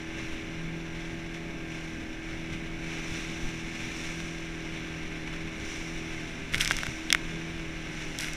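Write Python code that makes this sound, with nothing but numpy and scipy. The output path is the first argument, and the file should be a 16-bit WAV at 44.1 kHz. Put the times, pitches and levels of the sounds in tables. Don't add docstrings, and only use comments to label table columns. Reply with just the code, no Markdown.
import sys
import numpy as np
from scipy import signal
from scipy.fft import rfft, irfft
from scipy.io import wavfile

SR = 44100
rng = np.random.default_rng(int(sys.argv[2]) if len(sys.argv) > 2 else 0)


def materialize(psi):
    bounded = np.clip(np.atleast_2d(psi).T, -1, 1)
    quanta = np.round(bounded * 32767).astype(np.int16)
    wavfile.write(sys.argv[1], SR, quanta)


N = 368676
TIME = np.arange(N) / SR


def gain(db):
    return 10 ** (np.asarray(db) / 20)


def unit(x):
    return x / np.sqrt(np.mean(x ** 2))


def curve(table):
    return np.interp(TIME, *np.transpose(table))


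def swells(table, column=2):
    return sum(row[column] * np.exp(-((TIME - row[0]) / row[1]) ** 2) for row in table)


def burst(start, rise):
    age = np.maximum(TIME - start, 0) / rise
    return age * np.exp(1 - age)


def surge(crest, rise, fall_s):
    climb = np.clip(1 + (TIME - crest) / rise, 0, 1)
    return np.sin(np.pi / 2 * climb) ** 2 * np.exp(-np.maximum(TIME - crest, 0) / fall_s)


def wander(rate):
    hz = np.arange(N // 2 + 1) * SR / N
    return unit(irfft(rfft(rng.standard_normal(N)) / (1 + (hz / rate) ** 2), N))


def patter(per_second, spread_db):
    sizes = gain(spread_db * np.minimum(rng.exponential(size=N), 5))
    hits = rng.random(N) < per_second / SR
    return unit(hits * sizes * rng.choice([-1, 1], N))


# pitch in Hz, width in Hz, boost in dB.
HOUSING_TONE = [(1550, 70, 3), (1800, 66, 2), (1870, 40, -4.5), (2190, 350, 5.5), (2730, 890, 5),
                (3220, 120, -4.5), (3490, 240, 4), (5305, 540, 6), (5893, 730, 10.5), (6430, 300, -3.5),
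                (7020, 330, 3), (8930, 550, 3.5), (10600, 560, 4), (14800, 1500, -3.5)]

def colour(x, tone):
    hz = np.arange(1, N // 2 + 2) * SR / N
    tone_hz, tone_db = np.transpose(tone)
    db = np.interp(np.log(hz), np.log(tone_hz), tone_db)
    housing_db = sum(boost / (1 + (2 * (hz - centre) / width) ** 2) for centre, width, boost in HOUSING_TONE)
    return unit(irfft(rfft(x) * gain(db + housing_db), N))


# time in seconds, engine cycles per second.
ENGINE_SPEED = [(0.0, 40.7), (0.54, 40.52), (0.67, 41.09), (1.37, 41.32), (2.05, 40.21), (2.4, 40.83),
                (3.73, 41.05), (3.96, 40.43), (4.21, 41.35), (5.21, 40.03), (5.45, 40.75), (5.54, 40.05),
                (5.91, 41.03), (6.66, 38.96), (7.47, 41.24), (7.77, 40.52), (7.99, 39.3), (8.36, 39.4)]
# multiple of the engine speed, level in dB.
DRONE_TONES = [(1, -7.5), (2, -9), (3, -10), (4, 0), (5, -14), (6, -5.5), (7, -10), (8, -1.5), (9, -12.5),
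               (10, -9), (11, -22), (12, -29.5), (13, -19), (14, -14.5), (15, -27.5), (16, -22),
               (17, -15.5), (18, -21.5), (19, -25), (20, -25), (21, -19), (22, -31), (23, -28), (24, -24),
               (25, -31.5), (26, -22.5)]
# multiple of the engine speed, level in dB.
GEAR_TONES = [(39, -11), (40, -19), (43, -14.5), (50, -16.5), (53, -18), (55, -16)]
# middle in seconds, half length in seconds, change of the firing note in dB, change of its octave in dB.
STERN_BOBS = [(.25, 0.21, -10, 0.5), (.67, .16, 6.5, -1), (2.13, 0.14, -12, 0.5), (2.9, 0.079, 3.5, 1),
              (3.83, .14, -4, -0.5), (4.2, .1, 3, -0.5), (5.45, 0.056, 4, 1.5), (5.69, .1, -12, -1),
              (6.48, 0.16, -2, -9), (6.6, .09, 7, 2), (7.03, .11, -12, 2.5), (7.32, 0.099, 4, -1)]
# pitch in Hz, level in dB.
CLATTER_TONE = [(400, -6), (650, -2), (1000, -9), (1600, -3.5), (2400, -6), (3400, -15.5), (5000, -25),
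                (12000, -39)]

def outboard(cruise_hz=40.6, drone_db=-46, whine_db=-46.5, clatter_db=-48, waver_db=1.77, throb=0.28):
    speed = curve(ENGINE_SPEED)
    phase = 2 * np.pi * np.cumsum(speed * (1 + 0.0015 * wander(12.3))) / SR
    extra_hz = speed - cruise_hz
    firing_db = -45 + 1.3 * extra_hz + swells(STERN_BOBS)
    octave_db = -44 + 2.5 * np.minimum(extra_hz, 0) + swells(STERN_BOBS, column=3)
    exhaust_db = {4: firing_db, 8: octave_db}
    drone = 0
    for tones, base_db in (DRONE_TONES, drone_db), (GEAR_TONES, whine_db):
        for multiple, db in tones:
            level_db = exhaust_db.get(multiple, base_db + db + waver_db * wander(1.8))
            tone = np.sqrt(2) * np.sin(multiple * phase + rng.uniform(0, 2 * np.pi))
            drone += gain(level_db) * tone
    strokes = (1 + throb * np.cos(phase)) * (1 + 0.19 * np.cos(4 * phase))
    clatter = colour(strokes * rng.standard_normal(N), CLATTER_TONE)
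    return drone + gain(clatter_db) * clatter


# time in seconds, level in dB.
SIDE_RUSH = [(0, -45.5), (1.6, -48), (2.7, -47), (4.5, -44.5), (7.4, -44), (8.36, -43.5)]
# peak time in seconds, rise in seconds, wash in dB, fizz in dB.
BOW_WAVES = [(.22, 0.17, -45.5, -60), (1.02, 0.19, -48, -58), (1.75, .12, -46, -54),
             (2.35, 0.22, -45.5, -58), (2.97, 0.26, -41, -49.5), (3.17, 0.2, -41.5, -46.5),
             (3.48, .12, -44.5, -51.5), (3.82, 0.26, -42.5, -49.5), (4.07, 0.39, -43, -46),
             (4.78, 0.17, -44.5, -60), (5.75, 0.3, -44, -46.5), (6.15, 0.17, -47, -54.5),
             (6.7, 0.23, -39, -43.5), (6.87, 0.14, -66, -54), (7.3, 0.15, -46, -57), (8.0, .2, -48, -50.5),
             (8.3, 0.35, -50, -48)]
# start in seconds, rise in seconds, wash in dB, fizz in dB.
SIDE_SLAPS = [(.155, .045, -52, -68), (1.338, 0.0085, -47, -55), (2.499, 0.0051, -49, -67),
              (2.522, 0.0085, -45, -53), (2.655, 0.0062, -52, -70), (5.272, 0.0034, -45, -63),
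              (5.325, 0.012, -46.5, -75)]
# pitch in Hz, level in dB.
WASH_TONE = [(300, -6), (600, -8.5), (1000, -7.5), (1400, -4), (2300, -1.5), (3000, -6), (4000, -9),
             (4700, -20), (7000, -21), (15000, -41.5)]
FIZZ_TONE = [(1000, -34), (2500, -6.5), (3800, 2.5), (4700, -3.5), (6500, 1), (9000, -8), (12000, -18.5),
             (15500, -18)]

def bow_wash(steady_fizz_db=-14, wave_fizz_db=-1, churn_db=0.72):
    wash_level = gain(curve(SIDE_RUSH))
    fizz_level = wash_level * gain(steady_fizz_db)
    for crest, rise, wash_db, fizz_db in BOW_WAVES:
        wash_level = np.hypot(wash_level, gain(wash_db) * surge(crest, rise, fall_s=0.27))
        fizz_level = np.hypot(fizz_level, gain(fizz_db + wave_fizz_db) * surge(crest, rise, fall_s=0.32))
    for start, rise, wash_db, fizz_db in SIDE_SLAPS:
        slap = burst(start, rise)
        wash_level += gain(wash_db) * slap
        fizz_level += gain(fizz_db) * slap
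    wash = wash_level * colour(patter(per_second=9000, spread_db=2.2), WASH_TONE)
    fizz = fizz_level * colour(patter(per_second=9000, spread_db=2.5), FIZZ_TONE)
    return (wash + fizz) * gain(churn_db * wander(31))


# start in seconds, ring in dB, rumble in dB.
HULL_THUMPS = [(1.13, -37, -49), (1.98, -46, -46), (2.325, -35, -58), (2.521, -36, -48), (3.12, -34, -49),
               (3.43, -35, -48), (3.87, -50, -49), (5.441, -39, -54), (5.6, -41, -51), (6.53, -46, -43),
               (6.885, -31, -62), (7.86, -46, -48)]
# pitch in Hz, seconds to fade by 60 dB, level in dB.
HULL_NOTES = [(52, 0.084, -4), (85.5, 0.13, 3.5), (121, 0.09, 6.5)]
# pitch in Hz, level in dB.
HULL_TONE = [(40, -4.5), (80, 1.5), (130, 1), (210, 2.5), (350, -2), (470, -9), (800, -30), (2000, -49)]

def hull(drumming_db=-47.5, uneven_db=1.2, rumble_rise_s=0.02):
    drum_level = gain(drumming_db + uneven_db * wander(3.5))
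    rings = 0
    for start, ring_db, rumble_db in HULL_THUMPS:
        drum_level += gain(rumble_db) * burst(start, rumble_rise_s)
        age = np.maximum(TIME - start, 0)
        for hz, fade_s, db in HULL_NOTES:
            rings += gain(ring_db + db - 60 * age / fade_s) * np.sin(2 * np.pi * hz * age) / 2
    return drum_level * colour(patter(per_second=900, spread_db=1.96), HULL_TONE) + rings


# middle in seconds, half length in seconds, boost in dB.
WIND_GUSTS = [(.3, 0.078, 10.5), (1.46, .05, 3), (1.68, .04, 5), (3.44, 0.042, 11.5), (6.7, 0.14, 6),
              (7.27, .05, 4.5)]
# pitch in Hz, level in dB.
WIND_TONE = [(8, -3), (22, 4), (36, -5.5), (60, -10), (110, -26), (300, -24), (1000, -59.5)]

def wind(level_db=-43.5, buffet_db=1.3):
    rumble = colour(rng.standard_normal(N), WIND_TONE)
    return rumble * gain(level_db + swells(WIND_GUSTS) + buffet_db * wander(19))


# pitch in Hz, seconds to fade by 60 dB, level in dB.
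HOUSING_NOTES = [(1281, 0.0052, -24), (1545, 0.013, 0), (1884, 0.0071, 2.5), (2150, 0.011, 2),
                 (2760, 0.0059, 4.5), (3290, 0.015, 1.5), (3620, 0.021, -6), (5250, 0.0078, -4),
                 (5940, 0.0033, 2), (7700, 0.0019, -2), (11200, 0.002, -9)]

def drop_crack(ring_hz, snap_db, favour_db=11, hardness=0.59, knock_db=-17, knock_hz=650, split_hz=4100):
    t = np.arange(2048) / SR
    body = np.zeros_like(t)
    snap = rng.standard_normal(len(t)) * np.exp(-t / 0.0015)
    for hz, fade_s, db in HOUSING_NOTES:
        octaves = np.log2(hz / ring_hz)
        boost_db = favour_db * np.exp(-(octaves / 0.25) ** 2)
        tilt_db = hardness * (snap_db + 18.5) * np.clip(octaves, -1, 1)
        detuned_hz = hz * (1 + 0.015 * rng.standard_normal())
        note = gain(db + boost_db + tilt_db - 60 * t / fade_s) * np.cos(2 * np.pi * detuned_hz * t)
        if hz < split_hz:
            body += note
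        else:
            snap += note
    body_band_hz = [np.clip(0.57 * ring_hz, 600, 1600), np.clip(1.68 * ring_hz, 3000, split_hz)]
    body = signal.sosfilt(signal.butter(3, body_band_hz, "bandpass", fs=SR, output="sos"), body)
    snap = signal.sosfilt(signal.butter(2, [split_hz, 11000], "bandpass", fs=SR, output="sos"), snap)
    weight = (1500 / ring_hz) ** 3.8
    knock = np.sin(2 * np.pi * knock_hz * t) * np.exp(-t / 0.0013)
    crack = unit(body) + gain(snap_db) * unit(snap) + gain(knock_db) * weight * unit(knock)
    return crack / np.std(crack[t < 0.004])


# start in seconds, level of the first 4 milliseconds in dB,
# favoured pitch in Hz, snap in dB compared with the ring.
BIG_DROPS = [(4.203, -34.5, 2200, -16), (6.5375, -27.5, 2117, -16), (6.545, -19.5, 2200, -17),
             (6.555, -31, 2401, -6), (6.6091, -19.5, 3020, -16), (6.6142, -27, 3530, 11),
             (6.6205, -32, 3010, -4), (6.6244, -35, 2150, -8), (6.6485, -27, 2460, 3),
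             (6.6576, -26.5, 2240, -12), (6.6765, -23.5, 2130, -1), (6.704, -31, 2900, -5),
             (6.7099, -18, 1480, -17), (6.7163, -30, 1880, -7), (6.72, -29.5, 1980, 1),
             (6.7676, -31, 2200, 4), (6.7875, -28.5, 2050, -11), (6.8335, -26.5, 1520, -15),
             (6.8671, -29.5, 1410, -11), (7.1036, -21, 3030, -14.5), (7.127, -12.5, 2244, -2.5),
             (7.1483, -16.5, 1800, -16.5), (8.1877, -29.5, 3360, 2), (8.208, -33, 3350, 6),
             (8.2443, -32, 2383, -13), (8.2838, -37, 2150, -16), (8.3351, -38, 3296, 14)]

def drops():
    out = np.zeros(N)
    for start, level_db, ring_hz, snap_db in BIG_DROPS:
        first = int(start * SR)
        crack = drop_crack(ring_hz, snap_db)[:N - first]
        out[first:first + len(crack)] += gain(level_db) * crack
    return out


# start in seconds, rise in seconds, level in dB.
FINE_SHOWERS = [(6.523, 0.013, -36), (6.575, 0.0045, -34), (6.595, 0.015, -30), (6.69, 0.045, -46),
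                (8.19, 0.029, -35)]
# pitch in Hz, level in dB.
SHOWER_TONE = [(600, -21), (1000, -10), (1400, 5), (2200, 2.5), (4000, -4), (6000, -9), (10000, -9),
               (15000, -19)]

def showers():
    level = sum(gain(db) * burst(start, rise) for start, rise, db in FINE_SHOWERS)
    return level * colour(patter(per_second=3600, spread_db=3.6), SHOWER_TONE)


def scene():
    return (outboard() + bow_wash() + hull() + wind() + drops() + showers())[None]


def record(dry, top_hz=15300):
    rounded = dry / (1 + dry ** 6) ** (1 / 6)
    return signal.sosfilt(signal.ellip(10, 0.2, 70, top_hz, fs=SR, output="sos"), rounded)


dry = scene()
out = record(dry)
materialize(out)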